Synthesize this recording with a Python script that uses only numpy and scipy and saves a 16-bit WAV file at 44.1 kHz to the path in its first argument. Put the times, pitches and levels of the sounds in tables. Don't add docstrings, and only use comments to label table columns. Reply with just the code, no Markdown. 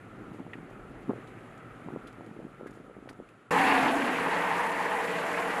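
import sys
import numpy as np
from scipy import signal
from scipy.fft import rfft, irfft
from scipy.io import wavfile

SR = 44100
rng = np.random.default_rng(int(sys.argv[2]) if len(sys.argv) > 2 else 0)


def wav_record(signal):
    frames = np.transpose(np.atleast_2d(signal))
    bounded = np.clip(frames, -1, 1)
    quanta = np.round(bounded * 32767).astype(np.int16)
    wavfile.write(sys.argv[1], SR, quanta)


def undo_db(level):
    steps = np.asarray(level, float) / 20
    return 10 ** steps


N = 246959
CHANGE_S = 3.5062


def clock():
    return np.arange(N) / SR


def in_time(rows):
    s, *columns = np.transpose(rows)
    return [np.interp(clock(), s, column) for column in columns]


def rms_one(x):
    return x / np.sqrt(np.mean(np.abs(x) ** 2) + 1e-20)


def drift(rate):
    r = np.exp(-80 * np.pi * rate / SR)
    slow = signal.lfilter([1], [1, -2 * r, r * r], rng.standard_normal(N // 40 + 2002))[2000:]
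    tame = 2 * np.tanh(rms_one(slow) / 2)
    return np.interp(np.arange(N) / 40, np.arange(len(slow)), tame)


def band(x, low_hz, high_hz):
    return signal.sosfilt(signal.butter(2, [low_hz, high_hz], "band", fs=SR, output="sos"), x)


def water(spectrum, patchy_db, shared_db):
    hz, level_db = np.transpose(spectrum)
    bins = np.arange(N // 2 + 1) * SR / N + 1
    coloured = rfft(rng.standard_normal(N)) * undo_db(np.interp(np.log(bins), np.log(hz), level_db))
    out, together = 0, drift(27.0)
    for centre in np.arange(np.log2(hz[0]), np.log2(hz[-1]) + .5, .5):
        share = np.clip(1 - 2 * np.abs(np.log2(bins) - centre), 0, 1)
        flicker = undo_db(patchy_db * drift(25.0) + shared_db * together)
        out = out + irfft(coloured * share, N) * flicker
    return rms_one(out)


def resonance(hz, width_hz, steady=0):
    r = np.exp(-np.pi * width_hz / SR)
    noise = rng.standard_normal(N) + 1j * rng.standard_normal(N)
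    slow = signal.lfilter([1], [1, -2 * r, r * r], noise)
    slow = slow / (np.abs(slow) + 1e-9) ** np.clip(steady, 0, 1)
    turns = np.cumsum(hz * np.ones(N)) / SR
    return rms_one(np.real(slow * np.exp(2j * np.pi * turns)))


def group(modes, steady, ratio=1):
    return rms_one(sum(undo_db(db) * resonance(hz * ratio, width_hz, steady) for hz, width_hz, db in modes))


# time in seconds, wash level in dB.
HULL_SWELL = [(0.0, -52.5), (0.91, -52.5), (1.23, -49.5), (1.6, -51), (1.81, -50.5), (2.26, -53),
              (2.89, -57.5), (3.1, -56.5), (3.5, -59.5)]
# frequency in Hz, density in dB per Hz.
WASH_COLOUR = [(41, -53), (70, -51), (114, 5), (150, -3), (362, -2.5), (676, -10), (761, -7), (902, -15),
               (1240, -10), (1420, -11), (1930, -13.5), (2450, -18.5), (4000, -39.5), (5200, -64),
               (8800, -120)]
# frequency in Hz, density in dB per Hz.
FINE_SPRAY = [(1760, -14), (3000, -5), (3520, -9.5), (5640, -19), (7140, -14), (8550, -18), (10100, -14),
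              (12300, -24), (13500, -22), (15200, -36)]
# time in seconds, rise in dB.
CASING_ROLLS = [(.22, 8), (.8, 6.5), (1.15, 4), (1.63, 7.5), (1.85, 7.5), (2.05, 7.5), (2.6, 6), (2.9, 5.5),
                (3.2, 3.5)]


def idling():
    wash_db, = in_time(HULL_SWELL)
    swell_db = wash_db + 53
    rolls_db = sum(db * np.exp(-((clock() - s) / .12) ** 2) for s, db in CASING_ROLLS)
    wash = undo_db(wash_db + 2.0) * water(WASH_COLOUR, 1.5, .6)
    spray = undo_db(-70.5 + 0.69 * swell_db) * water(FINE_SPRAY, 0.97, 0.61)
    casing_hz = 1295 + 35.0 * drift(1.2)
    casing = undo_db(-63 + 0.24 * swell_db + rolls_db) * resonance(casing_hz, 220)
    engine = undo_db(-54.5 - 5.0 * clock()) * resonance(115, 24, steady=.1)
    return wash + spray + casing + engine


# time in seconds, buffeting level in dB.
GUSTS = [(0.0, -55), (0.36, -54), (0.56, -52.5), (1.09, -49), (1.55, -58), (2.48, -54.5), (3.03, -56),
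         (3.2, -58), (3.3, -70)]
# time in seconds, peak in dB, pitch in Hz, sharp edge in dB.
STRONG_PUFFS = [(0.154, -34.5, 329, -51), (0.212, -31, 285, -60), (0.2835, -35, 226, -60),
                (0.3184, -29.5, 189, -41), (0.3472, -31, 350, -44), (0.3968, -33, 350, -36),
                (0.4037, -25.5, 234, -43), (0.4667, -31, 256, -38), (0.556, -30.5, 282, -42),
                (0.587, -30.5, 244, -52), (0.713, -35, 362, -37), (1.864, -28.5, 204, -44),
                (1.8868, -26.5, 322, -31.5), (1.938, -25.5, 262, -42), (1.9623, -21.5, 412, -36),
                (2.051, -34.5, 273, -45), (2.2091, -33, 306, -35.5), (2.2687, -30.5, 376, -44),
                (2.314, -30.5, 207, -45), (2.3667, -31, 382, -45), (2.4025, -31, 434, -45),
                (2.4522, -26.5, 256, -52), (2.6117, -28.5, 427, -43), (2.662, -26, 388, -43),
                (2.774, -31.5, 406, -40), (2.8989, -30, 492, -40), (2.9674, -33, 364, -42),
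                (3.076, -35, 488, -42), (3.111, -32, 351, -40), (3.2021, -27.5, 380, -40)]
# time in seconds, peak in dB, pitch in Hz, sharp edge in dB.
BLAST = [(1.082, -29, 230, -52), (1.088, -29, 230, -50), (1.0958, -14, 259, -31), (1.1014, -17, 330, -33),
         (1.1066, -31, 300, -33), (1.1104, -23.5, 480, -31.5), (1.1167, -25, 323, -42),
         (1.135, -28, 356, -34), (1.1621, -32, 405, -55), (1.1795, -34, 390, -50), (1.188, -31.5, 324, -53)]
# time in seconds, peak in dB.
WEAK_PUFFS = [(.048, -38), (0.139, -38), (0.1855, -36), (.2354, -38), (.4152, -34), (.9068, -38),
              (1.3754, -34.5), (1.8232, -38), (1.8748, -32), (1.9299, -33), (2.0683, -39), (2.186, -35.5),
              (2.222, -38), (2.393, -32), (2.5973, -37), (2.633, -31), (2.697, -34), (2.717, -38),
              (2.8026, -33), (2.988, -33.5), (3.0273, -35.5), (3.059, -36), (3.2244, -37)]


def shed_eddies(eddy_hz):
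    gap_s, loss_db = .008, 9
    eddies = []
    for s, peak_db, _, edge_db in STRONG_PUFFS:
        for side, (late, size, pitch) in zip((-1, 1), rng.normal(0, 1, (2, 3))):
            at_s = s + side * gap_s * (1 + abs(late))
            eddies.append((at_s, peak_db - loss_db + 1.7 * size, eddy_hz * undo_db(1.5 * pitch), edge_db - loss_db))
    return eddies


def puffs():
    eddy_hz, cycles = 270, 1.2
    light = [(s, db, eddy_hz, db - 13.0) for s, db in WEAK_PUFFS]
    gusty = STRONG_PUFFS + shed_eddies(eddy_hz) + light
    rows = [(row, 690) for row in gusty] + [(row, 840) for row in BLAST]
    out, t = np.zeros(N), np.arange(-900, 900) / SR
    for (row, edge_hz), (turn, edge_turn, spread) in zip(rows, rng.normal(0, 1, (len(rows), 3))):
        s, peak_db, hz, edge_db = row
        lean = 0.15 + 0.15 * turn
        push = np.exp(-(t * hz * 2 / cycles) ** 2) * np.cos(2 * np.pi * (hz * t + lean))
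        edge_turns = edge_hz * undo_db(1.7 * spread) * t + edge_turn
        edge = np.exp(-(t / 0.00096) ** 2) * np.cos(2 * np.pi * edge_turns)
        middle = round(s * SR)
        out[middle - 900:middle + 900] += undo_db(peak_db - 1.9) * push + undo_db(edge_db + 1.0) * edge
    bass_cut = signal.butter(2, 95, "high", fs=SR, output="sos")
    return signal.sosfiltfilt(bass_cut, out)


def wind():
    gust_db, = in_time(GUSTS + [(3.33, -81)])
    sizes = undo_db(3.0 * np.minimum(rng.exponential(1, N), 2.5)) * rng.choice([-1, 1], N)
    bumps = sizes * (rng.random(N) < 700 * undo_db(4 * drift(10.0)) / SR)
    buffeting = undo_db(gust_db + .8) * rms_one(band(band(bumps + 1e-18, 87, 430), 93, 1220))
    rumble_db = -64.5 + .6 * (gust_db + 54) + 4 * drift(2.9)
    rumble = undo_db(rumble_db) * rms_one(band(rng.standard_normal(N), 30, 58))
    return buffeting + rumble + puffs()


# start in seconds, spray in dB, decay by 60 dB in seconds,
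# drop ring in Hz, drop ring in dB.
SLAPS = [(.33, -62, 0.35, 9000, -71), (0.5328, -60, 0.047, 1900, -28), (.70, -60, .06, 5000, -66),
         (1.272, -58, 0.11, 2970, -53.5), (1.577, -59, 0.053, 7000, -61), (2.071, -47, 0.07, 3480, -50),
         (2.128, -52, 0.016, 6000, -58), (2.262, -57, 0.055, 4730, -66), (2.667, -52.5, 0.12, 1670, -42.5),
         (2.708, -57, 0.035, 6900, -58), (2.73, -61, 0.42, 7100, -73), (3.089, -52, 0.014, 1800, -41),
         (3.0925, -70, .05, 4800, -47), (3.0922, -49, 0.068, 1510, -40), (3.129, -61, 0.032, 6800, -59),
         (3.288, -55, 0.03, 2520, -52)]
# time in seconds, peak in dB.
EXTRA_SNAPS = [
    (3.0896, -34),
    (3.0917, -27.5),
]


def splashes():
    crackle = undo_db(2.5 * rng.standard_normal(N // 20 + 1).repeat(20)[:N])
    spray = rms_one(band(water(FINE_SPRAY, 3.0, 1.0), 3200, 13000) * crackle)
    out, t, snap_s = np.zeros(N), np.arange(8000) / SR, .0001
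    snap = band(-np.exp(-((t - 4 * snap_s) / snap_s) ** 2), 900, 6500)
    for slap, noise in zip(SLAPS, rng.standard_normal((len(SLAPS), 8000))):
        s, spray_db, t60, ring_hz, ring_db = slap
        at = slice(round(s * SR), round(s * SR) + 8000)
        shape = (1 - np.exp(-t / 0.00086)) * undo_db(-60 * t / max(t60, .008))
        rough = band(band(noise, .65 * ring_hz, 1.35 * ring_hz), .5 * ring_hz, 1.5 * ring_hz)
        ring = .45 * np.sin(2 * np.pi * ring_hz * t) + .5 * rms_one(rough)
        out[at] += shape * (undo_db(spray_db - 6.0) * spray[at] + undo_db(ring_db) * ring)
        out[at] += undo_db(spray_db + 8.0) * snap
    for s, peak_db in EXTRA_SNAPS:
        start = round(s * SR)
        out[start:start + 8000] += undo_db(peak_db) * snap
    return out


# time in seconds, roar of engines and wash in dB.
ROAR_LEVEL = [(3.51, -24), (3.55, -23.5), (3.64, -22.5), (3.68, -19.5), (3.85, -21.5), (3.93, -26.5),
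              (4.58, -26), (4.68, -30), (5.0, -29), (5.54, -28), (5.6, -32)]
# frequency in Hz, density in dB per Hz.
ROAR_COLOUR = [(25, -27), (108, -19.5), (150, -10.5), (230, -11), (370, -4.5), (550, -3.5), (700, -9),
               (850, -1), (1100, -1), (1350, -5), (1860, -4.5), (2700, -9), (3500, -20), (4500, -25.5),
               (6000, -44)]
# frequency in Hz, density in dB per Hz.
BOW_COLOUR = [(1760, -20), (3000, -17), (3320, -11), (5170, -9), (6070, -10), (7280, -6.5), (8790, -11),
              (10300, -7), (13600, -20), (14900, -23)]
# frequency in Hz, width in Hz, level in dB.
DRONE_MODES = [(244.2, 48, -55.5), (287.2, 17, -50.5), (589.4, 14, -51.5), (660, 34, -46), (1002, 51, -67),
               (1204, 34, -55.5), (1564, 80, -53.5), (1800, 160, -49.5), (1933, 58, -50.5), (2140, 48, -59)]
# frequency in Hz, width in Hz, level in dB.
LOW_ENGINE = [(172.8, 9.1, 0.5), (191.8, 5.8, -1)]
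# frequency in Hz, width in Hz, level in dB.
MID_ENGINE = [(450.5, 17, 0.037), (464.5, 6.9, -2.5), (492, 3, -0.85)]
# time in seconds, pitch in Hz, level in dB.
WAKE_ECHO = [(3.505, 899.4, -29.5), (4.1, 780, -38), (4.3, 880, -35), (4.55, 928, -32.5), (5.0, 897, -36),
             (5.13, 851, -42), (5.22, 777.4, -36.5), (5.6, 763, -38.5)]


def vessel():
    (roar_db,), (wake_hz, wake_db) = in_time(ROAR_LEVEL), in_time(WAKE_ECHO)
    since = np.maximum(clock() - CHANGE_S, 0)
    turn = 2 * np.pi * np.cumsum(37.12 * (1 + 0.022 * drift(2.9))) / SR
    firing = 1 + 0.11 * (np.cos(turn) + 0.19 * np.cos(2 * turn))
    out = undo_db(roar_db - 4.5) * water(ROAR_COLOUR, 2.5, 0.47) * firing
    orders_db = 9.0 * np.exp(-(since / 0.068) ** 2) - since
    dip_db = 15 * np.exp(-((clock() - 3.9) / 0.22) ** 4)
    low_db = orders_db - dip_db - 45.5 + 1.5 * drift(4.0)
    mid_db = orders_db - 0.26 * dip_db - 38.5 + 1.5 * drift(4.0)
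    out += undo_db(low_db) * group(LOW_ENGINE, steady=0.5) + undo_db(mid_db) * group(MID_ENGINE, steady=0.65)
    drone = sum(undo_db(db) * resonance(hz, width_hz, steady=0.043) for hz, width_hz, db in DRONE_MODES)
    out += undo_db(2.5 + 1.0 * drift(3.4)) * drone
    wake = resonance(wake_hz, 270) + undo_db(-5.0) * resonance(2 * wake_hz, 500)
    out += undo_db(wake_db + 2.5 * drift(8.6)) * wake
    spray_db = -51.5 + 6.5 * np.exp(-(since / 0.4) ** 2)
    return out + undo_db(spray_db) * water(BOW_COLOUR, 1.5, 0.73)


# time in seconds, pitch ratio, exhaust level in dB.
PASS_BY = [
    (3.505, 1.045, -29),
    (3.7, 0.97, -28),
    (3.8, 0.95, -28),
    (3.89, 0.88, -34),
    (3.96, 0.9, -37),
    (4.15, .9, -51.5),
    (4.3, 1.6, -84),
]
# frequency in Hz, width in Hz, level in dB.
EXHAUST_MODES = [(775, 45, 0), (850, 50, -4), (1040, 70, -5), (1220, 70, -10), (1500, 50, -9),
                 (1740, 120, -8), (2650, 300, -12), (3900, 900, -22)]
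# time in seconds, level in dB.
EXHAUST_SURGES = [
    (3.68, -41),
    (3.785, -41),
    (3.885, -41),
]


def fast_boat():
    ratio, exhaust_db = in_time(PASS_BY)
    low_db = -31 - 8.5 * ((clock() - 3.854) / .35) ** 2
    low_note = undo_db(low_db) * resonance(275.4, 64, steady=0.45)
    surges = sum(undo_db(db) * np.exp(-((clock() - s) / .014) ** 2) for s, db in EXHAUST_SURGES)
    bright_exhaust = surges * resonance(3300, 1500)
    return undo_db(exhaust_db) * group(EXHAUST_MODES, 0.4, ratio) + low_note + bright_exhaust


def scene():
    t = clock() - CHANGE_S
    first = (idling() + wind() + splashes()) * np.clip((-t - .003) / 0.0023, 0, 1)
    second = (vessel() + fast_boat()) * np.clip(t / 0.0028, 0, 1) ** 2
    return (first + second)[None]


# treble level in dB, upper limit in Hz.
TOP_LIMIT = [(-81, 12000), (-75, 13500), (-60, 14700), (-45, 15000)]


def thin_top(x):
    hz, _, frames = signal.stft(x, SR, "cosine", 2048, 1024)
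    treble = frames[(hz > 4000) & (hz < 12000)]
    treble_db = 10 * np.log10(1.62 * np.sum(np.abs(treble) ** 2, axis=0) + 1e-14)
    edge_hz = np.interp(treble_db, *np.transpose(TOP_LIMIT)) + 450 * rng.standard_normal(len(treble_db))
    edge_hz = 15095 - 689 * np.round((15095 - edge_hz) / 689)
    return signal.istft(frames * (hz[:, None] < edge_hz), SR, "cosine", 2048, 1024)[1][:N]


def band_limit(x):
    return signal.sosfilt(signal.butter(12, 15090, fs=SR, output="sos"), x)


def record(dry):
    rounded = 0.43 * np.tanh(dry[0] / 0.47)
    mix = thin_top(rounded)[None]
    return band_limit(mix)


dry = scene()
out = record(dry)
wav_record(out)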